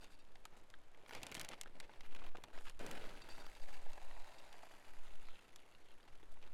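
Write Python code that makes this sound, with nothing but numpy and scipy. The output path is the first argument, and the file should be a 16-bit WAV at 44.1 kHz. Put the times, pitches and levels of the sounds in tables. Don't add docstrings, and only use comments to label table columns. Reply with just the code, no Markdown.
import sys
import numpy as np
from scipy import signal
from scipy.fft import rfft, irfft, next_fast_len
from scipy.io import wavfile
from scipy.ndimage import uniform_filter1d

SR = 44100
rng = np.random.default_rng(int(sys.argv[2]) if len(sys.argv) > 2 else 0)


def store_wav(level_fs):
    pcm = np.round(np.clip(np.atleast_2d(level_fs), -1, 1) * 32767)
    wavfile.write(sys.argv[1], SR, pcm.T.astype(np.int16))


N = 287973
TOP_HZ = 16200

# (frequency [Hz], level [dB])
SOIL_SPECTRUM = [(40, -3), (120, -3.5), (220, -4), (400, 0.5), (600, 4), (1000, 0.5), (3000, -39)]
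HEAP_SPECTRUM = [(250, -22), (470, -11), (590, 0), (690, -3), (870, 1), (1010, -4), (1170, -13),
                 (1400, -12), (2500, -20), (6000, -40)]
CLAY_SPECTRUM = [(400, -18), (1100, -7), (1400, -1), (1900, -3), (2650, 0), (3200, -4), (4700, -5),
                 (5400, -11), (12000, -26)]
GRIT_SPECTRUM = [(2000, -6), (3600, 2.5), (4600, 0), (5400, -3.5), (6700, 1.5), (8000, -1), (10500, -0.5),
                 (12500, -4), (16000, -31)]
# (in a spill [dB], poured on soil [dB], poured on the heap [dB], weight of hardness [ratio])
THUD_MIX = (0.46, 3.7, -11, -6)
KNOCK_MIX = (-3, -7, -5, -4.5)
CLACK_MIX = (0.57, 0.13, -1.3, 0.76)
TICK_MIX = (-13, -11.5, -7.5, 3)
HOLLOW_DB, HOLLOW_S, HOLLOW_WIDTH_S = 8, 4.12, 0.75
# (time [s], duration [s], level [dB])
GRIT_SLIDES = [(0.0, 0.032, -77), (.56, 0.028, -75.5), (1.345, 0.019, -64), (2.59, 0.086, -73.5),
               (3.3, 0.12, -74), (3.48, 0.3, -77.5), (6.305, 0.02, -75)]


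def granules():
    poured, cover = pour()
    levels = []
    for spill_db, soil_db, heap_db, hardness_weight in (THUD_MIX, KNOCK_MIX, CLACK_MIX, TICK_MIX):
        spill_power = amp(spill_db) ** 2 * spills(hardness_weight)
        pour_power = amp(soil_db + (heap_db - soil_db) * cover) ** 2 * poured
        levels.append(np.sqrt(spill_power + pour_power))
    thud_level, knock_level, clack_level, tick_level = levels
    hollow = amp(HOLLOW_DB * np.exp(-((np.arange(N) / SR - HOLLOW_S) / HOLLOW_WIDTH_S) ** 2))
    sliding = np.sqrt(swells(GRIT_SLIDES, attack_s=0.012, release_s=0.12) + amp(-84.5) ** 2)
    hits = collisions(spills(0), poured, spread_db=4.0, candidates=12000)
    thuds = impacts(hits, SOIL_SPECTRUM, pitch_hz=349, octaves=0.58, cycles=7.8, vary_db=2.5,
                    scatter_db=-6.5, scatter_t60=0.044, slide_db=-8, samples=700)
    knocks = impacts(hits, HEAP_SPECTRUM, pitch_hz=887, octaves=0.37, cycles=14, vary_db=5,
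                     scatter_db=6, scatter_t60=0.043, slide_db=-17.5, samples=520)
    clacks = impacts(hits, CLAY_SPECTRUM, pitch_hz=2147, octaves=0.57, cycles=14.3, vary_db=2.5,
                     scatter_db=-4, scatter_t60=0.038, slide_db=-31, samples=380)
    grit = impacts(hits, GRIT_SPECTRUM, pitch_hz=7040, octaves=0.59, cycles=14, vary_db=4.5,
                   scatter_db=3, scatter_t60=0.012, slide_db=1.5, samples=150)
    rattle = in_pot(clack_level * clacks + np.hypot(tick_level, sliding) * grit, wet_db=-11, t60=0.03)
    return thud_level * thuds + knock_level * hollow * knocks + rattle


POUR_S, POUR_ATTACK_S, COVER_S = 2.79, 0.013, 0.71
DUMP_DB, DUMP_HOLD_S, DUMP_FALL_DB_PER_S = -59, 0.18, 40
STREAM_DB, STREAM_HOLD_S, STREAM_FALL_DB_PER_S = -68, 1.98, 8.5
CLUMP_DB = 1.33
# (modulation frequency [Hz], level [dB])
CLUMP_SPECTRUM = [(2, -6), (6, 0), (14, -2), (30, -14), (80, -50)]


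def pour():
    age = np.maximum(np.arange(N) / SR - POUR_S, 0)
    dump = amp(DUMP_DB - DUMP_FALL_DB_PER_S * np.maximum(age - DUMP_HOLD_S, 0))
    stream = amp(STREAM_DB - STREAM_FALL_DB_PER_S * np.maximum(age - STREAM_HOLD_S, 0))
    clumps = amp(CLUMP_DB * np.clip(noise(CLUMP_SPECTRUM), -2, 2))
    power = np.minimum(age / POUR_ATTACK_S, 1) ** 2 * (dump ** 2 + (clumps * stream) ** 2)
    cover = 1 - np.exp(-(age / COVER_S) ** 2)
    return power, cover


TRICKLE_DB = -82
# (time [s], duration [s], level [dB], hardness [dB])
HANDFULS = [(0.0, 0.055, -69, 0.5), (.1, 0.018, -74.5, 4), (.52, 0.056, -73, -0.5), (.97, 0.22, -76.5, -1),
            (1.07, 0.062, -78, 6), (1.119, 0.069, -61, 0), (1.214, 0.13, -63.5, 0), (1.346, 0.1, -63, -0.3),
            (1.494, 0.034, -61.5, -0.2), (1.575, 0.0095, -66, 0), (1.65, 0.027, -78.5, -2),
            (1.746, 0.017, -69, -1), (1.806, 0.04, -70, -0.5), (1.885, 0.095, -72, 0),
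            (2.029, 0.034, -68, 0.5), (2.1, 0.098, -68, -0.1), (2.21, 0.055, -67, -0.5),
            (2.345, 0.039, -77, -2.5), (2.43, 0.075, -74, -1), (2.525, 0.072, -64.5, 0.2),
            (2.645, 0.044, -63.5, 1.5), (3.28, 0.019, -65, 0), (3.365, 0.054, -65, 0),
            (3.67, 0.095, -67.5, 1), (6.05, 0.031, -79, -0.5), (6.425, 0.043, -72.5, -0.5)]


def spills(hardness_weight):
    rows = [(s, length, db + hardness_weight * hard_db) for s, length, db, hard_db in HANDFULS]
    return swells(rows, attack_s=0.0092, release_s=0.19) + amp(TRICKLE_DB) ** 2


SPILL_HITS_PER_S, POUR_HITS_PER_S, REFERENCE_FLOW_DB, RATE_DOUBLES_DB = 600, 750, -68, 6


def collisions(spilled, poured, spread_db, candidates):
    flow = spilled + poured
    base_rate = (SPILL_HITS_PER_S * spilled + POUR_HITS_PER_S * poured) / flow
    rate = base_rate * 2 ** ((10 * np.log10(flow) - REFERENCE_FLOW_DB) / RATE_DOUBLES_DB)
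    when = rng.integers(0, N, candidates)
    happens = rng.random(candidates) < rate[when] * N / SR / candidates
    strength = amp(spread_db * np.clip(rng.standard_normal(candidates), -2, 2))
    return when, happens * strength / np.sqrt(rate[when])


def impacts(hits, spectrum, pitch_hz, octaves, cycles, vary_db, scatter_db, scatter_t60, slide_db,
            samples):
    when, strength = hits
    heard = strength > 0
    pitch, share, sign = np.clip(rng.standard_normal((len(when), 3)), -2, 2)[heard].T
    when, strength = when[heard], strength[heard] * amp(vary_db * share) * np.sign(sign)
    t = np.arange(samples) / SR
    hz = np.minimum(pitch_hz * 2 ** (octaves * pitch), TOP_HZ)[:, None]
    each_ring = strength[:, None] * np.sin(2 * np.pi * hz * t) * decay(t, cycles / hz)
    rings = np.bincount((when[:, None] + np.arange(samples)).ravel(), each_ring.ravel(), N)[:N]
    energy_decay = decay(np.arange(SR // 20) / SR, scatter_t60) ** 2
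    energy = signal.fftconvolve(np.bincount(when, strength ** 2, N), energy_decay)[:N]
    scatter = unit(np.sqrt(np.abs(energy)) * rng.standard_normal(N))
    stream = unit(coloured(rings, spectrum)) + amp(scatter_db) * unit(coloured(scatter, spectrum))
    stream += amp(slide_db) * noise(spectrum)
    power = uniform_filter1d(uniform_filter1d(stream ** 2, size=1500), size=1500)
    return stream / np.sqrt(np.abs(power) + 1e-12)


def in_pot(x, wet_db, t60):
    t = np.arange(SR // 20) / SR
    out, hop = x.copy(), SR // 2
    for start in range(0, len(x), hop):
        tail = rng.standard_normal(len(t)) * decay(t, t60)
        reflections = signal.fftconvolve(x[start:start + hop], tail / np.linalg.norm(tail))
        add(out, start / SR, amp(wet_db) * reflections)
    return out


KNOCK_CYCLES, GIVE_S, SECOND_TOUCH_DB = 8.5, 0.002, -9
# (time [s], level [dB], nominal frequency [Hz])
BIG_GRANULES = [(.455, -47, 1320), (.547, -62, 844), (.739, -43.5, 1710), (1.093, -56, 686),
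                (1.316, -51, 406), (1.372, -51.5, 164), (1.495, -53, 500), (1.517, -51, 1520),
                (1.535, -46, 1300), (1.659, -45, 1400), (1.894, -47, 900), (2.219, -49, 1070),
                (2.349, -47, 756), (2.354, -46.5, 1340), (2.357, -63, 487), (2.482, -66, 417),
                (2.577, -49.5, 820), (2.667, -46, 1480), (2.675, -47, 1470), (2.809, -45, 710),
                (2.845, -48, 393), (3.04, -47, 640), (3.383, -55, 795), (3.465, -51, 846),
                (3.686, -55, 780), (3.865, -51, 825), (3.978, -44.5, 910), (4.062, -57, 810),
                (4.11, -47, 880), (4.165, -48.5, 905), (4.302, -67, 820), (4.378, -56, 895),
                (4.541, -50, 875), (4.632, -49.5, 830), (5.285, -49, 1310), (6.078, -55, 870),
                (6.198, -61, 956), (6.23, -61, 398), (6.323, -63.5, 653), (6.37, -54.5, 940)]


def landings():
    out, t = np.zeros(N), np.arange(SR // 25) / SR
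    onset = 1 - decay(t, GIVE_S)
    for s, db, hz in BIG_GRANULES:
        for delay, touch_db in ((0, 0), (rng.uniform(0.00248, 0.00497), SECOND_TOUCH_DB)):
            pitch = hz * rng.uniform(0.92, 1.08)
            knock = mode(t, pitch, KNOCK_CYCLES / pitch)
            partial = mode(t, pitch * rng.uniform(1.63, 2.1), 5 / pitch)
            add(out, s + 0.00068 + delay, amp(db + touch_db + 4.5) * onset * (knock + amp(-4) * partial))
        crunch = burst(t, CLAY_SPECTRUM, 0.02) * (1 - decay(t, 0.037))
        add(out, s - 0.002, amp(db - 17.5) * crunch)
    return in_pot(out, wet_db=-4, t60=0.029)


# (time [s], direct peak level [dB], frequency [Hz])
HARD_CONTACTS = [(0.947, -52, 2170), (1.0625, -46.5, 2300), (1.084, -51, 2700), (1.094, -40, 1840),
                 (1.1092, -39, 1480), (1.1344, -38, 2920), (1.217, -45, 1970), (1.3226, -37, 2610),
                 (1.351, -39, 2600), (1.368, -39, 3100), (1.379, -40.5, 2500), (1.397, -42, 1850),
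                 (1.403, -40, 2700), (1.416, -40, 2370), (1.4324, -46.5, 2900), (1.4482, -40, 2880),
                 (1.459, -54, 2100), (1.937, -48.5, 1840), (2.1491, -40, 1940), (2.266, -44, 1910),
                 (2.421, -55, 1630), (2.576, -46, 2000), (2.9126, -36.5, 3230), (2.957, -42, 2600),
                 (2.976, -47, 3400), (3.041, -44.5, 2330), (3.0614, -43, 1970), (3.093, -46, 3200),
                 (3.111, -47, 2230), (3.2192, -46, 2100), (3.289, -43, 2320), (3.4655, -41.5, 2180),
                 (3.517, -49, 2060), (3.552, -47, 3500), (3.688, -47, 1780), (3.743, -46, 2710),
                 (3.919, -51, 3640), (4, -62, 1590), (4.1127, -50, 1760), (4.2446, -51, 3470),
                 (4.287, -54, 1860), (4.529, -53, 1740), (4.712, -51.5, 1700), (4.738, -49, 1460),
                 (5.08, -54, 1890), (5.287, -48, 2250), (5.424, -54, 1910), (5.53, -56, 1950),
                 (6.1317, -57, 2100), (6.1542, -60, 1820), (6.2016, -60, 2120), (6.23, -51, 2250),
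                 (6.4256, -57, 2450), (6.476, -49, 1450)]


def clicks():
    out, t = np.zeros(N), np.arange(SR // 50) / SR
    for s, db, hz in HARD_CONTACTS:
        partials_hz = hz * np.array([1, rng.uniform(0.585, 0.66), rng.uniform(1.0, 1.9)])[:, None]
        ring = amp([0, -7, -5]) @ mode(t, partials_hz, 13 / partials_hz)
        crack = burst(t, [(500, -22), (2500, 5), (7000, -13), (15000, -19)], t60=0.005)
        click = ring + amp(-2) * crack
        add(out, s, amp(db) * click / np.abs(click).max())
    return in_pot(out, wet_db=-1.5, t60=0.024)


# (time [s], level [dB], frequency [Hz])
SMALL_GRANULES = [(5.355, -56, 2700), (5.392, -56, 2700), (5.585, -62, 2950), (5.593, -62, 2850),
                  (5.7222, -63, 2750), (5.7492, -57, 2840), (5.8858, -69, 3090), (5.9066, -62, 3220),
                  (5.924, -64, 2710), (6.0056, -66, 2970), (6.03, -63, 3190)]


def clinks():
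    out, t = np.zeros(N), np.arange(SR // 25) / SR
    onset = 1 - decay(t, 0.0033)
    for s, db, hz in SMALL_GRANULES:
        note = mode(t, hz, t60=0.024)
        partial = mode(t, hz * rng.uniform(1.16, 1.53), t60=0.013)
        tick = burst(t, CLAY_SPECTRUM, t60=0.0091)
        add(out, s, amp(db) * onset * (note + amp(0.5) * partial + tick))
    return out


# (time [s], level [dB], relative level of flap and puff [dB])
CREASE_SNAPS = [(0.0423, -52.5, -2), (0.3542, -61.5, 6), (0.4525, -42, -12), (0.7007, -53.5, -8),
                (1.1487, -41.5, -1.5), (1.2308, -36.5, -5), (1.266, -38, -9), (1.315, -40.5, -9),
                (1.3438, -38, -21), (1.3495, -34, -28), (1.3953, -35, -14), (1.412, -33, -23),
                (1.447, -40.5, -11), (1.4876, -37.5, -10), (1.6115, -31.5, -18), (1.6329, -49.5, -2.5),
                (1.8, -39.5, -9), (2.006, -53, 2.5), (2.369, -50.5, -2.5), (2.4371, -45.5, -1),
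                (2.6956, -43.5, -5.5), (2.792, -47, -6), (2.8635, -39, -25), (2.9113, -38.5, -33),
                (3.932, -54, -12), (4.527, -54, -3), (5.5592, -43, -20), (6.154, -65, 0),
                (6.425, -62.5, 5.5)]
# (frequency [Hz], gain [dB])
FILM_RESPONSE = [(100, -12.5), (1000, -1.5), (2800, 6), (5000, 4), (7000, 7), (11000, 1.5), (13500, -3.5),
                 (16000, -28)]
# (time [s], duration [s], level [dB])
BAG_HEAVES = [(0.0, 0.24, -81), (1.14, 0.27, -69), (2.73, 0.22, -66), (6.05, 0.68, -74)]


def bag():
    out, t = np.zeros(N), np.arange(SR // 25) / SR
    pulse_time = t / 0.000045
    pulse = (1 - pulse_time) * np.exp(-pulse_time)
    flap_spectrum = [(150, -52), (700, 10.5), (1500, -1.5), (3000, -2.5), (6000, -14.5), (15000, -57)]
    for s, db, flap_db in CREASE_SNAPS:
        shiver = rng.standard_normal(len(t)) * (decay(t, 0.0082) + amp(-15) * decay(t, 0.033))
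        flap = burst(t, flap_spectrum, t60=0.023) * (1 - decay(t, 0.0022))
        puff = mode(t, 135 * amp(rng.standard_normal()), t60=0.018)
        body = flap + amp(4.5) * puff
        add(out, s + 0.001248, amp(db + 4.5) * pulse + amp(db - 11) * shiver + amp(db + flap_db) * body)
        for delay in rng.uniform(-0.00047, 0.0069, size=3):
            add(out, s + 0.0015 + delay, amp(db - 13) * pulse)
    heft = np.sqrt(swells(BAG_HEAVES, attack_s=0.028, release_s=0.86))
    rumble = noise([(30, -1), (62, 0.5), (130, -8.5), (200, -29), (400, -53)])
    return coloured(out, FILM_RESPONSE) + heft * rumble


# (time [s], duration [s], level [dB])
FILM_SQUEEZES = [(1.11, .03, -65), (1.14, 0.043, -62.5), (1.316, 0.0093, -58), (1.347, .01, -57),
                 (1.366, .016, -61), (1.396, 0.019, -54), (1.453, 0.0072, -58), (1.483, 0.0053, -59),
                 (1.512, 0.0083, -55), (1.528, 0.014, -55), (1.672, 0.0087, -64.5), (1.803, 0.0052, -58),
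                 (1.827, 0.025, -66), (2.04, 0.0045, -72), (2.059, 0.0065, -63.5), (2.16, 0.0075, -56),
                 (2.19, 0.0087, -59.5), (2.238, 0.0068, -57.5), (2.262, 0.0059, -61.5), (2.278, 0.016, -65),
                 (2.354, 0.0046, -60), (2.584, .005, -60), (2.665, 0.018, -59.5), (2.864, .005, -65),
                 (2.912, .005, -58), (2.955, 0.0049, -67), (2.974, 0.0045, -61), (5.56, .007, -65),
                 (6.076, .012, -67), (6.425, 0.021, -73), (6.472, .008, -80)]


def scrunches():
    creases = rng.standard_normal(N) * (rng.random(N) < 4000 / SR)
    spectrum = [(200, -31), (800, 2), (1500, 5), (3200, 4), (5000, -7), (10000, -18.5), (16000, -58)]
    crackle = unit(coloured(creases, spectrum))
    return np.sqrt(swells(FILM_SQUEEZES, attack_s=0.0019, release_s=0.011)) * crackle


EDGE_VARY_DB, EDGE_DETUNE = 1, 0.002
# (frequency [Hz], level [dB], 60 dB decay time [s])
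EDGE_MODES = [(2700, 3.5, 0.075), (3710, 2, 0.08), (4100, -2, 0.055), (4440, -1, 0.06), (4680, 5, 0.06),
              (4770, -1, 0.045), (5570, -3, 0.06), (6290, -10, 0.06), (6530, -7, 0.05), (7410, -5, 0.05),
              (8400, -7, 0.04)]
# (time [s], level [dB], duration [s])
EDGE_SKIDS = [(.01, -68.5, 0.035), (0.096, -75, 0.056), (0.189, -70, 0.017), (3.218, -54, 0.0032),
              (3.291, -62.5, 0.045), (3.34, -80.5, 1.2), (3.348, -65, 0.017), (3.399, -62, 0.013),
              (3.453, -63.5, 0.0079), (3.547, -67, 0.0079), (3.613, -66.5, 0.023), (3.733, -64.5, 0.015),
              (3.929, -62.5, 0.0045), (4.381, -61, 0.0086)]


def grazes():
    out, t = np.zeros(N), np.arange(SR // 8) / SR
    for s, db, length in EDGE_SKIDS:
        contacts = rng.standard_normal(2 * SR)[:int(length * SR)] ** 3
        ring = sum(amp(level + rng.normal(0, EDGE_VARY_DB)) * mode(t, hz * rng.normal(1, EDGE_DETUNE), t60)
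                   for hz, level, t60 in EDGE_MODES)
        skid = signal.fftconvolve(contacts, ring)
        add(out, s, amp(db) * skid * np.sqrt(length * SR) / (np.linalg.norm(skid) + 1e-12))
    return out


RUB_END_HZ, RUB_SLOWS_S = 2544, 0.07
# (time [s], duration [s], level [dB], starting frequency [Hz])
STEM_RUBS = [(5.25, .13, -72.5, 4800), (5.57, 0.058, -78, 3100), (5.84, 0.08, -78.5, 3600)]


def stem():
    t, pitch_hz = np.arange(N) / SR, np.full(N, float(RUB_END_HZ))
    for s, _, _, hz in STEM_RUBS:
        add(pitch_hz, s, (hz - RUB_END_HZ) * np.exp(-t / RUB_SLOWS_S))
    jitter_octaves = 0.05 * noise([(10, -0.5), (60, -0.5), (120, -64)])
    phase = 2 * np.pi * np.cumsum(pitch_hz * 2 ** jitter_octaves) / SR
    chatter = noise([(30, 0), (150, 3), (450, 0), (800, -8), (1500, -30), (3000, -60)])
    slips = amp(3.5 * np.clip(noise([(10, -26), (40, -5), (80, -7), (200, -55)]), -2, 2))
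    pressure = np.sqrt(swells([row[:3] for row in STEM_RUBS], attack_s=0.0082, release_s=0.15))
    return pressure * unit(slips * chatter * np.sin(phase))


AIR_DB, LULL_DB = -71, -53.5
# (frequency [Hz], level [dB])
AIR_SPECTRUM = [(30, -9), (60, 4), (110, -1.5), (200, -2), (400, -0.5), (1000, -5), (1700, -9),
                (3500, -15.5), (7000, -27.5), (12000, -37), (15000, -85)]
BUFFET_SPECTRUM = [(1, -2), (2.5, 1), (4, -2), (8, -7), (14, -16), (20, -24), (28, -31.5), (42, -39),
                   (60, -47), (100, -59), (220, -90)]
# (time [s], duration [s], level [dB])
BREEZE_GUSTS = [(0.0, 0.69, -50), (1.6, 0.19, -43.5), (1.95, 0.33, -37.5), (2.52, 1.03, -40.5),
                (3.55, 0.35, -37.5), (3.95, 0.19, -34), (4.85, 0.44, -39.5), (6.05, 1.05, -45)]


def breeze():
    wind_level = np.sqrt(swells(BREEZE_GUSTS, attack_s=0.0715, release_s=0.5) + amp(LULL_DB) ** 2)
    return amp(AIR_DB) * noise(AIR_SPECTRUM) + wind_level * noise(BUFFET_SPECTRUM)


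def amp(db):
    return 10 ** (np.asarray(db) / 20)


def unit(x):
    return x / np.sqrt(np.mean(x ** 2) + 1e-20)


def add(track, s, sound):
    start = max(0, round(s * SR))
    part = track[start:start + len(sound)]
    part += sound[:len(part)]


def decay(t, t60):
    return np.exp(-np.log(1000) * t / t60)


def mode(t, hz, t60):
    return np.sin(2 * np.pi * hz * t) * decay(t, t60)


def burst(t, spectrum, t60):
    return unit(coloured(rng.standard_normal(len(t)), spectrum)) * decay(t, t60)


def swells(rows, attack_s, release_s):
    power = np.zeros(N)
    for s, length, db in rows:
        t = np.arange(int((length + release_s) * SR)) / SR
        envelope = np.minimum(t / attack_s, 1) * decay(np.maximum(t - length, 0), release_s)
        add(power, s, (amp(db) * envelope) ** 2)
    return power


def gain_at(spectrum, size):
    hz, db = np.transpose(spectrum)
    return amp(np.interp(np.log(np.fft.rfftfreq(size, 1 / SR) + 1), np.log(hz + 1), db))


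def coloured(x, spectrum, size=2048):
    cepstrum = irfft(np.log(gain_at(spectrum, size)))
    cepstrum[1:size // 2] *= 2
    cepstrum[size // 2 + 1:] = 0
    return signal.fftconvolve(x, irfft(np.exp(rfft(cepstrum))))[:len(x)]


def noise(spectrum):
    size = next_fast_len(N)
    return unit(irfft(rfft(rng.standard_normal(size)) * gain_at(spectrum, size), size)[:N])


def scene():
    clay = granules() + landings() + clicks() + clinks()
    return (clay + bag() + scrunches() + grazes() + stem() + breeze())[None]


def record(dry):
    return signal.sosfilt(signal.ellip(10, 0.1, 90, TOP_HZ, fs=SR, output="sos"), dry)


dry = scene()
out = record(dry)
store_wav(out)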